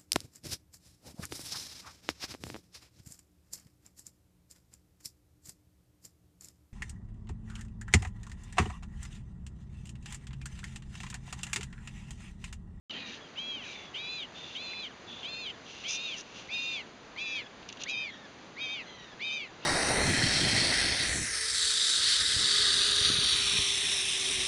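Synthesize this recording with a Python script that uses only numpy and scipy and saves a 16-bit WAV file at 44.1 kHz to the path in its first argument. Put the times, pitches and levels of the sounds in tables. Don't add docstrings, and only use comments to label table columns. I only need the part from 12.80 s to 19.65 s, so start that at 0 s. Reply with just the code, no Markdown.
import sys
import numpy as np
from scipy import signal
from scipy.fft import rfft, irfft, next_fast_len
from scipy.io import wavfile
from scipy.ndimage import map_coordinates

SR = 44100
rng = np.random.default_rng(int(sys.argv[2]) if len(sys.argv) > 2 else 0)


def dump(signal):
    limited = np.clip(np.atleast_2d(signal).T, -1, 1)
    pcm = np.round(limited * 32767).astype(np.int16)
    wavfile.write(sys.argv[1], SR, pcm)


N = 302085


def amp(db):
    return 10 ** (np.asarray(db) / 20)


def unit(x):
    return x / np.sqrt(np.mean(x ** 2) + 1e-20)


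def ramp(x):
    return np.clip(x, 0, 1)


def along(points, hz):
    freq_hz, values = np.transpose(points)
    return np.interp(np.log(hz + 1), np.log(freq_hz + 1), values)


def filtered(x, response):
    size = next_fast_len(len(x) + 8192)
    return irfft(rfft(x, size) * response(np.fft.rfftfreq(size, 1 / SR)), size)[:len(x)]


def noise(spectrum, n):
    return unit(filtered(rng.standard_normal(n), lambda hz: amp(along(spectrum, hz))))


def wobble(rate_hz, n):
    knots = rng.standard_normal(int(n * rate_hz / SR) + 4)
    return map_coordinates(knots, [np.arange(n) * rate_hz / SR])


def phase(hz):
    return 2 * np.pi * (np.cumsum(hz) / SR + rng.random())


def swell(length_s, taper):
    return signal.windows.tukey(int(length_s * SR), taper)


def add(track, start_s, sound):
    part = track[round(start_s * SR):][:len(sound)]
    part += sound[:len(part)]


def wind(level_db=-52.0, gust_db=0.14, flutter_db=0.5):
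    # freq_hz, density_db
    spectrum = [(20, -15.5), (45, -8.5), (70, -5), (130, -1.5), (230, 1), (400, -1), (800, -3.5),
                (1600, -6.5), (2700, -9.5), (4000, -12), (5000, -16), (6300, -16.5), (9000, -20.5)]
    return amp(level_db + gust_db * wobble(2.23, N) + flutter_db * wobble(12, N)) * noise(spectrum, N)


def squeaks(flutter_db=3, fade_db=8):
    # start_s, length_s, start_hz, end_hz, level_db, scatter_hz
    calls = [(0.081, 0.07, 3200, 2740, -44.5, 60), (0.137, 0.063, 3120, 3130, -46.5, 90),
             (0.14, 0.2, 2605, 2260, -54, 110), (0.163, .22, 3940, 3750, -52.5, 187),
             (0.112, 0.33, 1930, 1777, -56, 190), (0.82, 0.032, 3040, 3070, -50, 130),
             (0.807, 0.29, 2530, 2083, -53, 184), (0.831, 0.122, 3890, 3860, -54.5, 100),
             (0.917, 0.22, 3590, 3340, -54.5, 90), (1.534, 0.25, 3610, 3500, -50.5, 120),
             (2.26, 0.2, 3410, 3570, -50.5, 145), (5.274, 0.11, 3370, 3280, -57, 150),
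             (6.056, 0.22, 3300, 2940, -57.5, 151)]
    out = np.zeros(N)
    for start_s, length_s, start_hz, end_hz, level_db, scatter_hz in calls:
        env = swell(length_s, taper=0.4)
        n = len(env)
        env *= amp(level_db + fade_db * np.linspace(0.5, -0.5, n))
        pitch_hz = np.linspace(start_hz, end_hz, n) + scatter_hz * wobble(1400, n)
        add(out, start_s, env * unit(np.sin(phase(pitch_hz)) * amp(flutter_db * wobble(200, n))))
    return out


def low_swells():
    # start_s, length_s, level_db
    swells = [(0.097, 0.28, -56.5), (.5, 0.42, -61), (5.252, 0.45, -62.5)]
    # freq_hz, density_db
    low_band = [(120, -32), (205, -3.5), (240, 0.5), (280, -3), (400, -28)]
    env = np.zeros(N)
    for start_s, length_s, level_db in swells:
        add(env, start_s, amp(level_db) * swell(length_s, taper=0.55))
    return env * noise(low_band + [(1000, -120)], N)


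def litter(clump_db=1.5, crack_t60_s=0.017, knock_t60_s=0.046, ring_hz=2780, width_hz=200, ring_db=1.0):
    # start_s, length_s, dull_db, crisp_db
    scuffs = [(0.1, 0.16, -47.5, -71), (0.228, 0.18, -49.5, -55), (.8, 0.16, -53, -53.5),
              (0.889, 0.21, -54.5, -60), (1.5, 0.34, -52.5, -57.5), (1.786, 0.19, -53, -68),
              (2.24, 0.25, -55, -62.5), (2.806, 0.34, -51, -54.5), (3.065, 0.12, -44, -36),
              (3.128, 0.28, -48, -53.5), (3.356, 0.073, -50, -45), (3.357, 0.5, -58, -60.5),
              (3.541, 0.091, -55, -55.5), (3.702, 0.35, -50, -56), (4.99, 0.043, -46.5, -51),
              (5.074, 0.053, -50, -48), (6.795, 0.14, -53.5, -63)]
    # start_s, crack_db, knock_db
    snaps = [(0.107, -51, -44), (4.827, -68, -54), (4.889, -37, -45), (4.899, -58, -51),
             (4.926, -43.5, -49.5), (4.971, -52, -51), (5.014, -47.5, -54), (5.02, -47, -52),
             (5.0359, -28.5, -42), (5.095, -41, -58)]
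    # freq_hz, density_db
    dull_spectrum = [(1400, -37), (2300, -7), (2650, -4), (3250, -3), (3700, -3), (4500, -7), (6000, -23.5),
                     (9000, -26)]
    # freq_hz, density_db
    crisp_spectrum = [(1500, -39.5), (3000, -14.5), (4200, -23), (5200, 3), (6100, 2.5), (7000, -7),
                      (9500, -8)]
    dull, crisp = np.zeros(N), np.zeros(N)
    for start_s, length_s, dull_db, crisp_db in scuffs:
        env = swell(length_s, taper=0.59)
        add(dull, start_s, amp(dull_db) * env)
        add(crisp, start_s, amp(crisp_db) * env)
    clumps = unit(amp(clump_db * wobble(350, N)))
    dull, crisp = dull * clumps, crisp * clumps
    t = np.arange(SR // 10) / SR
    attack = 2 * (1 - np.exp(-t / 0.00057))
    for start_s, crack_db, knock_db in snaps:
        add(dull, start_s, attack * amp(knock_db - 60 * t / knock_t60_s))
        add(crisp, start_s, attack * amp(crack_db - 60 * t / crack_t60_s))

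    def twig(hz):
        damping = 1j * hz * width_hz
        return 0.79 + amp(ring_db) * damping / (ring_hz ** 2 - hz ** 2 + damping)
    return filtered(dull * noise(dull_spectrum, N), twig) + crisp * noise(crisp_spectrum, N)


def whines(jitter=0.018, third_harmonic_db=-8, flutter_db=3):
    # start_s, length_s, start_hz, end_hz, fundamental_db, octave_db
    calls = [(0.404, 0.075, 1690, 1520, -67.5, -54.5), (2.482, 0.075, 1777, 1476, -62, -63),
             (4.424, 0.26, 1807, 1674, -59, -54.5), (5.19, 0.2, 1836, 1764, -59, -61),
             (5.321, 0.15, 1920, 1650, -56, -59), (6.049, 0.3, 2048, 1685, -56.5, -57)]
    out = np.zeros(N)
    for start_s, length_s, start_hz, end_hz, fundamental_db, octave_db in calls:
        env = swell(length_s, taper=0.11)
        n = len(env)
        env *= unit(amp(flutter_db * wobble(120, n)))
        pitch_hz = start_hz + (end_hz - start_hz) * np.linspace(0, 1, n) ** 2
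        p = phase(pitch_hz * (1 + jitter * wobble(500, n)))
        odd = amp(fundamental_db) * (np.sin(p) + amp(third_harmonic_db) * np.sin(3 * p))
        add(out, start_s, env * (odd + amp(octave_db) * np.sin(2 * p)))
    return out


def whistles(shape, attack_s=0.0025, release_s=0.024, accent_db=2, accent_s=0.029,
             tail_s=0.044, tail_db=-59, tail_sag_per_s=1.7):
    sway_ratio = [.7, 0.63, 0.86, 1.1]
    fall_ratio = [.68, 0.74, 1, 1.05]
    overshoot_log = [.005, .008, .012, .022]
    slack_db = [35.2, 37.7, 23, 22.6]
    length_s, rise_s, fall_s, *crest_hz, climb_log, dip_log, dip_share, scoop_log = shape[:11]
    low_db, third_db, top_db, throat_hz, throat_db, fade_in_s, fade_out_s = shape[11:]
    rise_log, fall_log, throat_width_hz = 0.365, 0.396, 270
    t = np.arange(int((length_s + tail_s) * SR)) / SR
    left_s, progress = length_s - t, t / length_s

    rising = np.exp(-t / rise_s)
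    falling = fall_log * np.maximum(1 - left_s / fall_s, 0) ** 1.9
    falling += tail_sag_per_s * np.maximum(-left_s, 0)
    sway = climb_log * (progress - 0.5) - dip_log * np.exp(-((progress - dip_share) / 0.0837) ** 2)
    arch = np.outer(sway_ratio, sway) - np.outer(fall_ratio, falling)
    arch -= np.outer([scoop_log, scoop_log, rise_log, rise_log], rising)
    arch += np.outer(overshoot_log, np.exp(-((t - 0.062) / 0.0211) ** 2))
    pitch_hz = np.c_[crest_hz] * np.exp(arch)

    crest_db = np.c_[[low_db - 1.5, low_db, third_db, top_db]]
    strength = amp(crest_db - np.outer(slack_db, rise_log * rising + falling))
    throat = amp(throat_db * np.exp(-((pitch_hz[2:] - throat_hz) / throat_width_hz) ** 2))
    accent = amp(accent_db * np.exp(-t / accent_s))
    strength[2:] *= throat * accent * ramp(t / fade_in_s) ** 2 * ramp(left_s / fade_out_s)
    strength[:2] *= ramp(left_s / release_s)
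    strength[0] = np.maximum(strength[0], amp(tail_db) * ramp((left_s + tail_s) / release_s))
    return pitch_hz, strength * ramp(t / attack_s)


def peep(shape, rasp_db, quaver=0.005, drift=0.004, jitter=0.004,
         shimmer_db=1.64, waver_db=0.84, rough_db=1, knee_hz=2400):
    # freq_hz, density_db
    rasp_spectrum = [(1900, -28.5), (2350, -12.5), (2900, -1), (3400, -0.5), (4300, -3.5), (5000, -5.5),
                     (6300, -21.5), (7500, -5.5), (9500, -11.5)]
    pitch_hz, strengths = whistles(shape)
    n = pitch_hz.shape[1]
    push = 1 + quaver * wobble(45, n)
    p1, p2, p3, p4 = [phase(hz * push * (1 + drift * wobble(110, n) + jitter * wobble(900, n)))
                      for hz in pitch_hz]
    for strength in strengths:
        strength *= amp(shimmer_db * wobble(70.2, n) + waver_db * wobble(19.5, n))
        strength *= amp(rough_db * wobble(450, n))
    a1, a2, a3, a4 = strengths
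    chord = a1 * np.sin(p1) + a2 * np.sin(p2) + a3 * np.sin(p3) + a4 * np.sin(p4)
    octaves = amp(-12) * a1 * np.sin(2 * p1) + amp(-17) * a2 * np.sin(2 * p2)
    octaves *= np.maximum(knee_hz / pitch_hz[0], 1) ** 3.5
    octaves += amp(-26) * (a3 * np.sin(2 * p3) + a4 * np.sin(2 * p4))
    sums = amp(-19) * (np.sqrt(a1 * a3) * np.sin(p1 + p3) + np.sqrt(a2 * a4) * np.sin(p2 + p4))
    sums += amp(-27) * (np.sqrt(a2 * a3) * np.sin(p2 + p3) + np.sqrt(a1 * a4) * np.sin(p1 + p4))
    sums *= amp(2 * shimmer_db * wobble(32, n))
    sidebands = amp(-16) * np.sqrt(a3 * a4) * (np.sin(p1 + p4 - p3) + 0.5 * np.sin(2 * p4 - p3))
    rasp = amp(rasp_db) * unit(np.hypot(a3, a4)) * noise(rasp_spectrum, n)
    return chord + octaves + sums + sidebands + rasp


def begging():
    # start_s, length_s, rise_s, fall_s, crest1_hz, crest2_hz, crest3_hz, crest4_hz,
    # climb_log, dip_log, dip_share, scoop_log, low_db, third_db, top_db, throat_hz, throat_db,
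    # fade_in_s, fade_out_s, rasp_db (_log: natural log of a pitch ratio; dip_share: place in the peep)
    calls = [(.552, 0.3, 0.02, 0.13, 2370, 2600, 3237, 3956, -0.025, -.02, .39, .26, -51.5, -46, -52, 3090, 9.5, 0.0098, .03, -61),
             (1.133, 0.33, 0.034, 0.11, 2443, 2630, 3486, 4014, 0.08, 0.0093, 0.43, 0.25, -46, -46.5, -41, 2910, 12.5, 0.019, 0.033, -57.5),
             (1.745, 0.35, .027, 0.094, 2430, 2610, 3520, 4096, -0.035, 0.00027, .38, 0.31, -48.5, -47.5, -43.5, 3045, 14, 0.0077, 0.044, -58),
             (2.429, 0.297, 0.034, .13, 2506, 2730, 3660, 4290, -0.025, .019, 0.38, .24, -46.5, -46, -44.5, 3026, 13.5, 0.0031, 0.022, -57),
             (3.035, 0.34, 0.022, .118, 2455, 2700, 3648, 4110, 0.08, -0.027, .6, 0.24, -43.5, -40.5, -50.5, 3020, 5.5, .004, 0.013, -57),
             (3.684, 0.35, .02, 0.11, 2470, 2740, 3670, 4200, -0.055, 0.018, .29, 0.29, -40, -38, -52, 2930, 0.5, 0.053, 0.024, -54),
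             (4.36, 0.28, 0.022, .084, 2393, 2604, 3400, 3840, -0.11, -0.011, 0.53, .31, -40, -43.5, -47, 3100, 4.5, 0.028, 0.014, -54.5),
             (5.054, .27, 0.015, .1, 2423, 2540, 3176, 3715, -0.083, .027, .37, 0.54, -39, -43, -43, 2980, -5, 0.033, 0.085, -61.5),
             (5.762, 0.28, 0.018, 0.12, 2344, 2540, 3230, 3690, -0.04, 0.04, .4, 0.37, -42.5, -43.5, -42.5, 2610, 10, 0.06, 0.061, -66),
             (6.393, 0.29, 0.018, 0.15, 2412, 2560, 3160, 3750, 0.051, 0.034, 0.38, 0.34, -39.5, -44.5, -40.5, 2520, 9.5, .03, 0.075, -55.5)]
    out = np.zeros(N)
    for start_s, *shape, rasp_db in calls:
        add(out, start_s, peep(shape, rasp_db))
    return out


def tick(start_s=1.931, length_s=0.011, level_db=-40, start_hz=1750, rise_hz=600):
    env = swell(length_s, taper=1)
    pitch_hz = start_hz + rise_hz * np.linspace(0, 1, len(env)) ** 0.5
    out = np.zeros(N)
    add(out, start_s, amp(level_db) * env * np.sin(phase(pitch_hz)))
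    return out


def hollow(x, t60_s=0.035, wet_db=-17):
    t = np.arange(SR // 5) / SR
    tail = rng.standard_normal(len(t)) * amp(-60 * t / t60_s)
    return x + amp(wet_db) * signal.fftconvolve(x, tail / np.linalg.norm(tail))[:N]


def scene():
    background = wind() + low_swells()
    nest = squeaks() + litter() + whines() + begging() + tick()
    return (background + hollow(nest))[None]


def record(dry, open_s=0.097, cutoff_hz=10200, notch_depth=0.97):
    # freq_hz, gain_db
    treble = [(6400, 2), (7200, -2), (7700, -15.5), (8500, -10), (9000, -12), (10000, -27)]
    # centre_hz, width_hz
    notches = [(5450, 194), (8100, 590)]

    def response(hz):
        gain = amp(along(treble, hz)) * (hz < cutoff_hz)
        for centre_hz, width_hz in notches:
            gain *= 1 - notch_depth * np.exp(-((hz - centre_hz) / width_hz) ** 2)
        return gain
    return filtered(dry[0] * (np.arange(N) > open_s * SR), response)[None]


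dry = scene()
out = record(dry)
dump(out)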